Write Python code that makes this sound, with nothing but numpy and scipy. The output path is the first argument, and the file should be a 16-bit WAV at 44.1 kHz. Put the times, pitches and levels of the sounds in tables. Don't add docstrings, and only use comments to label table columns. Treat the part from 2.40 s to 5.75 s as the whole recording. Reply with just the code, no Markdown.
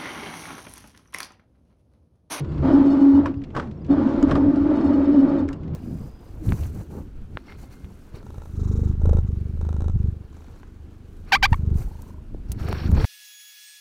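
import sys
import numpy as np
from scipy import signal
from scipy.io import wavfile
from scipy.ndimage import uniform_filter1d

SR = 44100
rng = np.random.default_rng(int(sys.argv[2]) if len(sys.argv) > 2 else 0)


def generate_wav(signal):
    frames = np.transpose(np.atleast_2d(signal))
    scaled = np.clip(frames, -1, 1) * 32767
    pcm = np.round(scaled).astype(np.int16)
    wavfile.write(sys.argv[1], SR, pcm)


def volts_from_db(level):
    exponent = np.asarray(level, float) / 20
    return 10 ** exponent


N = 147735
TIME_S = np.arange(N) / SR


def col(table, index):
    rows = np.array(table, float)
    return np.interp(TIME_S, rows[:, 0], rows[:, index])


def gate(table):
    rise = (TIME_S - table[0][0]) / 0.0079
    fall = (table[-1][0] - TIME_S) / 0.027
    return np.clip(np.minimum(rise, fall), 0, 1)


def hump(start, length, steep):
    from_middle = np.abs(2 * (TIME_S - start) / length - 1)
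    return np.clip(steep - steep * from_middle, 0, 1)


def unit(x):
    return x / np.sqrt(np.mean(x ** 2))


def peak(x):
    return x / np.abs(x).max()


def band(x, hz, width):
    return signal.lfilter(*signal.iirpeak(min(hz, .45 * SR), hz / width, SR), x)


def walk(rate):
    k = int(SR / rate)
    steps = np.repeat(rng.standard_normal(600), k)[:N]
    curve = uniform_filter1d(uniform_filter1d(steps, k), k)
    return (curve - curve.mean()) / curve.std()


def bands(source, table, lo_hz, hi_hz, flicker_db, rate):
    rows, out = np.array(table, float), 0
    for hz in lo_hz * 2 ** (np.arange(30) / 3):
        if hz < hi_hz:
            db = np.interp(np.log(hz), np.log(rows[:, 0]), rows[:, 1]) + flicker_db * walk(rate)
            out = out + volts_from_db(db) * band(band(source, hz, hz / 3), hz, hz / 3)
    return unit(out)


def motor_grit():
    roughness_db = 1.5 * 8 * uniform_filter1d(rng.standard_normal(N), size=60)
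    return unit(rng.standard_normal(N) * volts_from_db(roughness_db))


# time_s, buzz level_db
MOTOR_LOAD = [
    [(.222, -32.5), (.29, -27), (.4, -32.5), (.52, -33), (.75, -34.5), (.83, -36), (.9, -37), (.96, -56.5)],
    [(1.475, -47.5), (1.51, -33), (1.7, -33), (2.25, -35), (2.42, -31.5), (2.72, -34), (3.0, -32.5),
     (3.09, -49)],
]


def motor_load():
    return [gate(burst) * volts_from_db(col(burst, index=1)) for burst in MOTOR_LOAD]


# start_s, length_s, peak level_db, pitch_hz
SURGES = [(.235, 0.017, -18, 265), (.255, 0.032, -14.5, 269.9), (.301, 0.049, -19.5, 272.7),
          (.338, 0.051, -8.5, 279.4), (.397, 0.032, -8, 277.6), (.44, 0.055, -10, 278.2),
          (.495, 0.064, -15.5, 279.8), (.57, 0.032, -17.5, 278), (.614, 0.19, -9.5, 277.7),
          (.803, 0.034, -23, 277), (.86, 0.026, -23.5, 275), (.895, 0.018, -24.5, 277),
          (1.498, 0.053, -11.5, 283.8), (1.578, 0.019, -10, 277.6), (1.609, 0.029, -17.5, 288.8),
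          (1.65, 0.03, -15, 269.3), (1.696, .03, -20, 277), (1.736, 0.012, -16, 286),
          (1.775, 0.028, -17.5, 277.9), (1.828, 0.02, -7, 290.6), (1.869, 0.011, -11, 266.7),
          (1.918, 0.1, -18, 280), (2.023, 0.026, -11.5, 282.8), (2.058, 0.049, -12, 282.2),
          (2.134, 0.014, -15, 288), (2.166, 0.085, -15, 278), (2.26, 0.014, -11, 299.2),
          (2.29, 0.02, -11, 296.2), (2.32, 0.038, -13.5, 292.8), (2.374, 0.013, -15, 280.2),
          (2.401, 0.011, -22, 309.7), (2.43, .04, -15, 285.2), (2.485, 0.023, -12, 286.5),
          (2.516, 0.019, -14, 273.3), (2.54, 0.027, -12.5, 283.1), (2.57, 0.026, -11.5, 279.8),
          (2.605, .05, -15, 277), (2.674, 0.03, -14, 285.5), (2.704, 0.036, -17, 296.4),
          (2.745, .11, -10, 274), (2.88, 0.023, -20.5, 280.2), (2.913, 0.067, -19, 283.4),
          (2.997, 0.012, -14.5, 271.9), (3.02, 0.044, -20, 277.7), (3.08, 0.029, -27.5, 280.4)]
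SURGE_RISE_S, SURGE_FALL_S = 0.0077, 0.016


def hull_surge():
    surge = 0
    for start, length, db, _ in SURGES:
        rise = (TIME_S - start) / SURGE_RISE_S + .5
        fall = (start + length - TIME_S) / SURGE_FALL_S + .5
        surge = surge + volts_from_db(db) * np.clip(np.minimum(rise, fall), 0, 1)
    return surge


# time_s, level_db
HULL_NOTE = [
    [(.225, -34.5), (.83, -24), (.95, -28), (1.05, -28.5)],
    [(1.475, -44), (1.5, -38), (3.05, -35.5), (3.16, -29.5)],
]
# waver_db, wavers per s
WAVER = [
    (1.0, 35),
    (2.0, 60),
]
PHASE_WANDER_RAD, SURGE_SLIP_RAD = 0.45, 0.9


def hull_note(surge):
    pitch = np.interp(TIME_S, [s + d / 2 for s, d, _, _ in SURGES], [row[3] for row in SURGES])
    bite = np.searchsorted([row[0] for row in SURGES], TIME_S)
    slip = uniform_filter1d(SURGE_SLIP_RAD * rng.standard_normal(80)[bite], size=300)
    out = 0
    for note, (waver_db, rate) in zip(HULL_NOTE, WAVER):
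        phase = 2 * np.pi * np.cumsum(pitch) / SR + PHASE_WANDER_RAD * walk(rate) + slip
        waver = volts_from_db(2 * waver_db * np.tanh(walk(rate) / 2))
        size = (volts_from_db(col(note, index=1)) + surge) * waver * gate(note)
        out = out + size * np.sin(phase)
    return out


# pitch_hz, width_hz, level_db
HULL_MODES = [(238.4, 47, -5.5), (277, 47.4, -3.5), (312, 36, -2.5), (351, 51, -5.5), (378, 120, -15),
              (560, 64, -11.5)]
NEIGHBOUR_DB = [8.8, 9.9]


def hull_neighbours(grit, loads):
    modes = 0
    for k, (hz, width, db) in enumerate(HULL_MODES):
        modes = modes + (-1) ** k * volts_from_db(db) * unit(band(grit, hz, width))
    modes = unit(modes)
    modes = modes / np.sqrt(uniform_filter1d(modes ** 2, size=5000))
    return modes * sum(load * volts_from_db(db) for load, db in zip(loads, NEIGHBOUR_DB))


# pitch_hz, level_db per Hz
BUZZ = [(400, 10.5), (600, 12), (800, 12), (1350, -12), (1750, -14.5), (2600, -19.5), (5300, -52),
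        (8000, -45)]
TRANSOM_HZ, TRANSOM_WIDTH_HZ, TRANSOM_DB = 1135, 240, -17.5


def motor_hiss(grit, surge):
    hiss = bands(grit, BUZZ, 417.0, 13000, flicker_db=1.2, rate=16)
    hiss = hiss * volts_from_db(0.8 * walk(19)) * (0.97 + 0.49 * surge)
    transom = band(band(grit, TRANSOM_HZ, TRANSOM_WIDTH_HZ), TRANSOM_HZ, TRANSOM_WIDTH_HZ)
    return volts_from_db(0.5) * hiss + volts_from_db(TRANSOM_DB) * unit(transom)


TUBE_HZ = [2925, 3620, 4360, 5220, 6190, 7290]
# width_hz, level_db above load
TUBE = [(70, -35.5), (109, -37), (45, -37.5), (42.56, -38), (60, -50), (90, -54.5)]
# start_s, length_s, level_db over its steady ring
RATTLES = [(0.264, 0.04, 1), (0.319, 0.046, 11), (.37, 0.028, 1), (0.446, 0.057, 10.5),
           (0.494, 0.052, 14.5), (0.593, 0.053, 14), (0.69, 0.066, 9), (0.741, 0.047, 11.5),
           (1.497, 0.045, 12), (1.674, 0.043, 4), (1.99, .046, 6), (2.191, 0.056, 5.5),
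           (2.346, 0.037, 12.5), (2.401, 0.032, 10), (2.429, .065, 11.5), (2.522, 0.05, 12.5),
           (2.628, 0.042, 10), (2.714, 0.069, 8), (2.773, 0.052, 11), (2.878, 0.032, 11),
           (2.975, 0.045, 11.5)]
TUBE_PATCHY_DB, RATTLE_HISS_DB = 1.1, -40.5


def shaft_tube(grit):
    patch = walk(60)
    tube = 0
    for hz, (width, db) in zip(TUBE_HZ, TUBE):
        patchy_db = db + TUBE_PATCHY_DB * (patch + walk(40))
        tube = tube + volts_from_db(patchy_db) * unit(band(grit, hz, width))
    tube = tube + volts_from_db(RATTLE_HISS_DB) * unit(band(band(grit, 3800, 7800), 3800, 6300))
    return tube * volts_from_db(sum(db * hump(s, d, 2) for s, d, db in RATTLES))


def motor():
    grit, loads, surge = motor_grit(), motor_load(), hull_surge()
    buzz = motor_hiss(grit, surge) + shaft_tube(grit)
    buzz = buzz - .8 * band(buzz, 5560, 420)
    return hull_note(surge) + hull_neighbours(grit, loads) + sum(loads) * buzz


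# start_s, peak level_db, treble level_db, contact_ms, main ring pitch_hz
KNOCKS = [
    (0.856, -17, -20, 9.5, 1050),
    (1.149, -26, -18, 5.1, 1218),
    (1.1632, -17, -23, 12, 1100),
    (1.1958, -18, -24, 3.4, 1310),
    (1.2275, -43, -24, 2.66, 1005),
    (1.8253, -26.5, -3.5, 1.7, 1206),
    (1.909, -17, -20.5, 9.2, 1150),
    (1.953, -18, -28, 3.3, 1242),
    (3.0866, -30.5, -5.5, 1.9, 1690),
    (3.1274, -38, 1, 5.4, 1421),
]
# ratio to main ring, width_hz, level_db
MOUNT_LOW = [(.26, 140, -8), (.58, 300, -10), (1.0, 190, 0), (1.2, 300, -6), (2.1, 900, -15)]
# pitch_hz, width_hz, level_db
MOUNT_HIGH = [(2870, 270, -2.5), (4030, 700, -2), (4730, 510, -2.5), (6800, 950, 4.5), (7700, 1000, -8.5),
              (12400, 1400, 2.5)]
KNOCK_SCATTER_DB, KNOCK_RISE_S = 2.5, 0.0028
KNOCK_TAIL_S, KNOCK_TAIL_DB = 0.028, -21.5


def tiller_knocks():
    out, t = np.zeros(N + 9000), np.arange(9000) / SR
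    for start, db, treble_db, contact_ms, ring_hz in KNOCKS:
        scatter = KNOCK_SCATTER_DB * rng.standard_normal((2, 6))
        noise = rng.standard_normal((2, len(t)))
        push = noise[0] * np.exp(-t / (max(contact_ms, 2) * 1e-3)) * np.minimum(t / KNOCK_RISE_S, 1)
        low = high = 0
        for (ratio, width, mode_db), extra_db in zip(MOUNT_LOW, scatter[0]):
            hz = ring_hz * ratio
            low = low + volts_from_db(mode_db + extra_db) * peak(band(band(push, hz, width), hz, 4 * width))
        for (hz, width, mode_db), extra_db in zip(MOUNT_HIGH, scatter[1]):
            high = high + volts_from_db(mode_db + extra_db) * peak(band(band(push, hz, width), hz, 3 * width))
        tail = band(band(noise[1], 840, 1600), 950, 2500)
        tail = tail * np.exp(-t / KNOCK_TAIL_S) * (1 - np.exp(-t / 0.0011))
        hit = peak(low) + volts_from_db(treble_db) * peak(high) + volts_from_db(KNOCK_TAIL_DB) * peak(tail)
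        first = int(start * SR)
        out[first:first + len(t)] += volts_from_db(db) * hit
    return out[:N]


# start_s, peak level_db, colour pitch_hz
TICKS = [(.0, -37.5, 2200), (0.045, -42.5, 1800), (0.117, -46, 2300), (.142, -50, 2560),
         (0.178, -43.5, 1800), (.9393, -44, 1500), (1.0162, -44, 1564), (1.037, -39, 2210),
         (1.1024, -47.5, 1800), (1.271, -47.5, 1890), (1.3106, -42.5, 2100), (1.4448, -46, 2590),
         (1.463, -50.5, 3710), (2.157, -42, 3800), (3.232, -45.5, 2100), (3.277, -50, 2000),
         (3.304, -59, 2500), (3.336, -45, 880), (3.079, -45, 2480)]


def tiller_ticks():
    out, t = np.zeros(N + 9000), np.arange(9000) / SR
    for start, db, hz in TICKS:
        grain = rng.standard_normal(len(t)) * np.exp(-t / 0.0071) * np.minimum(t / 0.002 * 4 / 4 * 1e-3 / 1e-3, 1)
        grain = band(band(grain, hz, hz), hz, hz * 2)
        first = int(start * SR)
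        out[first:first + len(t)] += volts_from_db(db) * peak(grain)
    return out[:N]


# start_s, length_s, level_db
DRAGS = [
    (.0, 0.024, -37),
    (1.125, 0.21, -29.5),
    (1.798, 0.073, -39),
    (1.861, 0.17, -28),
    (1.945, 0.069, -28),
    (3.072, 0.14, -40),
]
DRAG_LOW_HZ, DRAG_HIGH_HZ = 180, 1350
DRAG_SCRAPE_DB, DRAG_BOOM_DB = -19.5, 4


def tiller_drags():
    rub_filter = signal.butter(3, (DRAG_LOW_HZ, DRAG_HIGH_HZ), "band", fs=SR)
    rub = signal.lfilter(*rub_filter, rng.standard_normal(N))
    scrape = volts_from_db(DRAG_SCRAPE_DB) * unit(band(rng.standard_normal(N), 3500, 4000))
    boom = volts_from_db(DRAG_BOOM_DB) * unit(band(rub, 230, 190))
    pull = 0
    for start, length, db in DRAGS:
        along = (TIME_S - start) / length
        pull = pull + volts_from_db(db) * np.clip(np.minimum(4 * along, 1 - along), 0, 1) ** 2
    return (unit(rub) + scrape + boom) * volts_from_db(0.82 * walk(65)) * pull


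# start_s, length_s, peak level_db, pitch_hz
GULPS = [(.0, 0.063, -23, 141.5), (.09, 0.12, -26, 159), (.195, 0.061, -22.5, 144),
         (.26, 0.057, -26.5, 137.5), (.73, 0.079, -27, 87.2), (.97, 0.017, -25.5, 90),
         (1.145, 0.066, -28, 138), (1.21, 0.067, -31.5, 254.4), (1.27, 0.055, -31, 217.6),
         (1.3, 0.096, -39, 96), (1.48, 0.077, -24, 197.6), (1.62, 0.064, -21.5, 225.4),
         (1.901, 0.084, -22, 150), (2.032, .06, -22, 98), (2.2, 0.045, -24, 85), (2.45, 0.066, -24.5, 85.5),
         (3.0, 0.095, -28, 89), (3.25, 0.09, -33, 133)]
GULP_SAG_PER_S = 0.68


def gulps():
    out = 0
    for start, length, db, hz in GULPS:
        t = TIME_S - start
        out = out + volts_from_db(db) * hump(start, length, 2) * np.sin(2 * np.pi * hz * t * (1 - GULP_SAG_PER_S * t / 2))
    return out * volts_from_db(1.1 * walk(53))


# pitch_hz, level_db per Hz
WATER = [(12, -44), (20, 3.5), (157, 3.5), (615, -29), (1170, -24.5), (1410, -46.5), (1790, -35),
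         (5670, -53), (12000, -83), (15600, -112), (22000, -120)]
# time_s, slap level_db, ripple level_db
SLOSH = [(0.0, -30.5, -46.5), (0.25, -25.5, -42.5), (0.71, -40.5, -38), (0.74, -35, -49),
         (1.44, -35.5, -53), (1.53, -29, -49), (1.7, -32.5, -34.5), (2.06, -23, -47), (2.14, -33, -44),
         (3.19, -34, -49), (3.35, -31, -52)]
# pitch_hz, width_hz, level_db
KEEL = [
    (81.4, 18, -4),
    (129.5, 18, -10.5),
]


def water():
    noise = rng.standard_normal(N)
    keel = sum(volts_from_db(db) * unit(band(band(noise, hz, w), hz, 2 * w)) for hz, w, db in KEEL)
    slap = bands(noise, WATER, 23.12, 330, flicker_db=2.3, rate=9) + keel
    ripple = bands(rng.standard_normal(N), WATER, 315, 12000, flicker_db=2.1, rate=14)
    ripple_db = col(SLOSH, index=2) + 1.2 * walk(2.2)
    return slap * volts_from_db(col(SLOSH, index=1) - 1.0) + ripple * volts_from_db(ripple_db)


# start_s, length_s, pitch_hz, level_db, glide in Hz per s
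PEEPS = [
    (0.022, 0.033, 3200, -67, -4000),
    (0.082, .04, 4660, -65, 3994),
    (0.121, 0.026, 3630, -59, 34997),
    (0.205, 0.0096, 4940, -64, 0),
    (.965, 0.024, 4920, -65, -5.5),
    (1.37, .015, 5420, -65, 4),
    (1.409, 0.023, 4836, -63, -4),
]


def birds():
    out = 0
    for start, length, hz, db, glide in PEEPS:
        t = TIME_S - start
        phase = 2 * np.pi * (hz + glide * t / 2) * t + 2.5 * walk(90)
        out = out + volts_from_db(db) * hump(start, length, 1) * np.sin(phase)
    return out


def scene():
    tiller = tiller_knocks() + tiller_ticks() + tiller_drags()
    return (motor() + tiller + gulps() + water() + birds())[None]


def roll_off(x):
    return signal.sosfilt(signal.butter(12, 14940, fs=SR, output="sos"), x)


def record(dry):
    dull = signal.sosfilt(signal.butter(2, 6800, fs=SR, output="sos"), dry)
    dull = dull - 0.72 * band(dull, 11200, 1800)
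    hiss = volts_from_db(-94.5) * unit(band(band(rng.standard_normal(N), 12800, 2500), 12800, 3000))
    heard = signal.sosfilt(signal.butter(6, 13700, fs=SR, output="sos"), dull + hiss)
    return roll_off(heard)


dry = scene()
out = record(dry)
generate_wav(out)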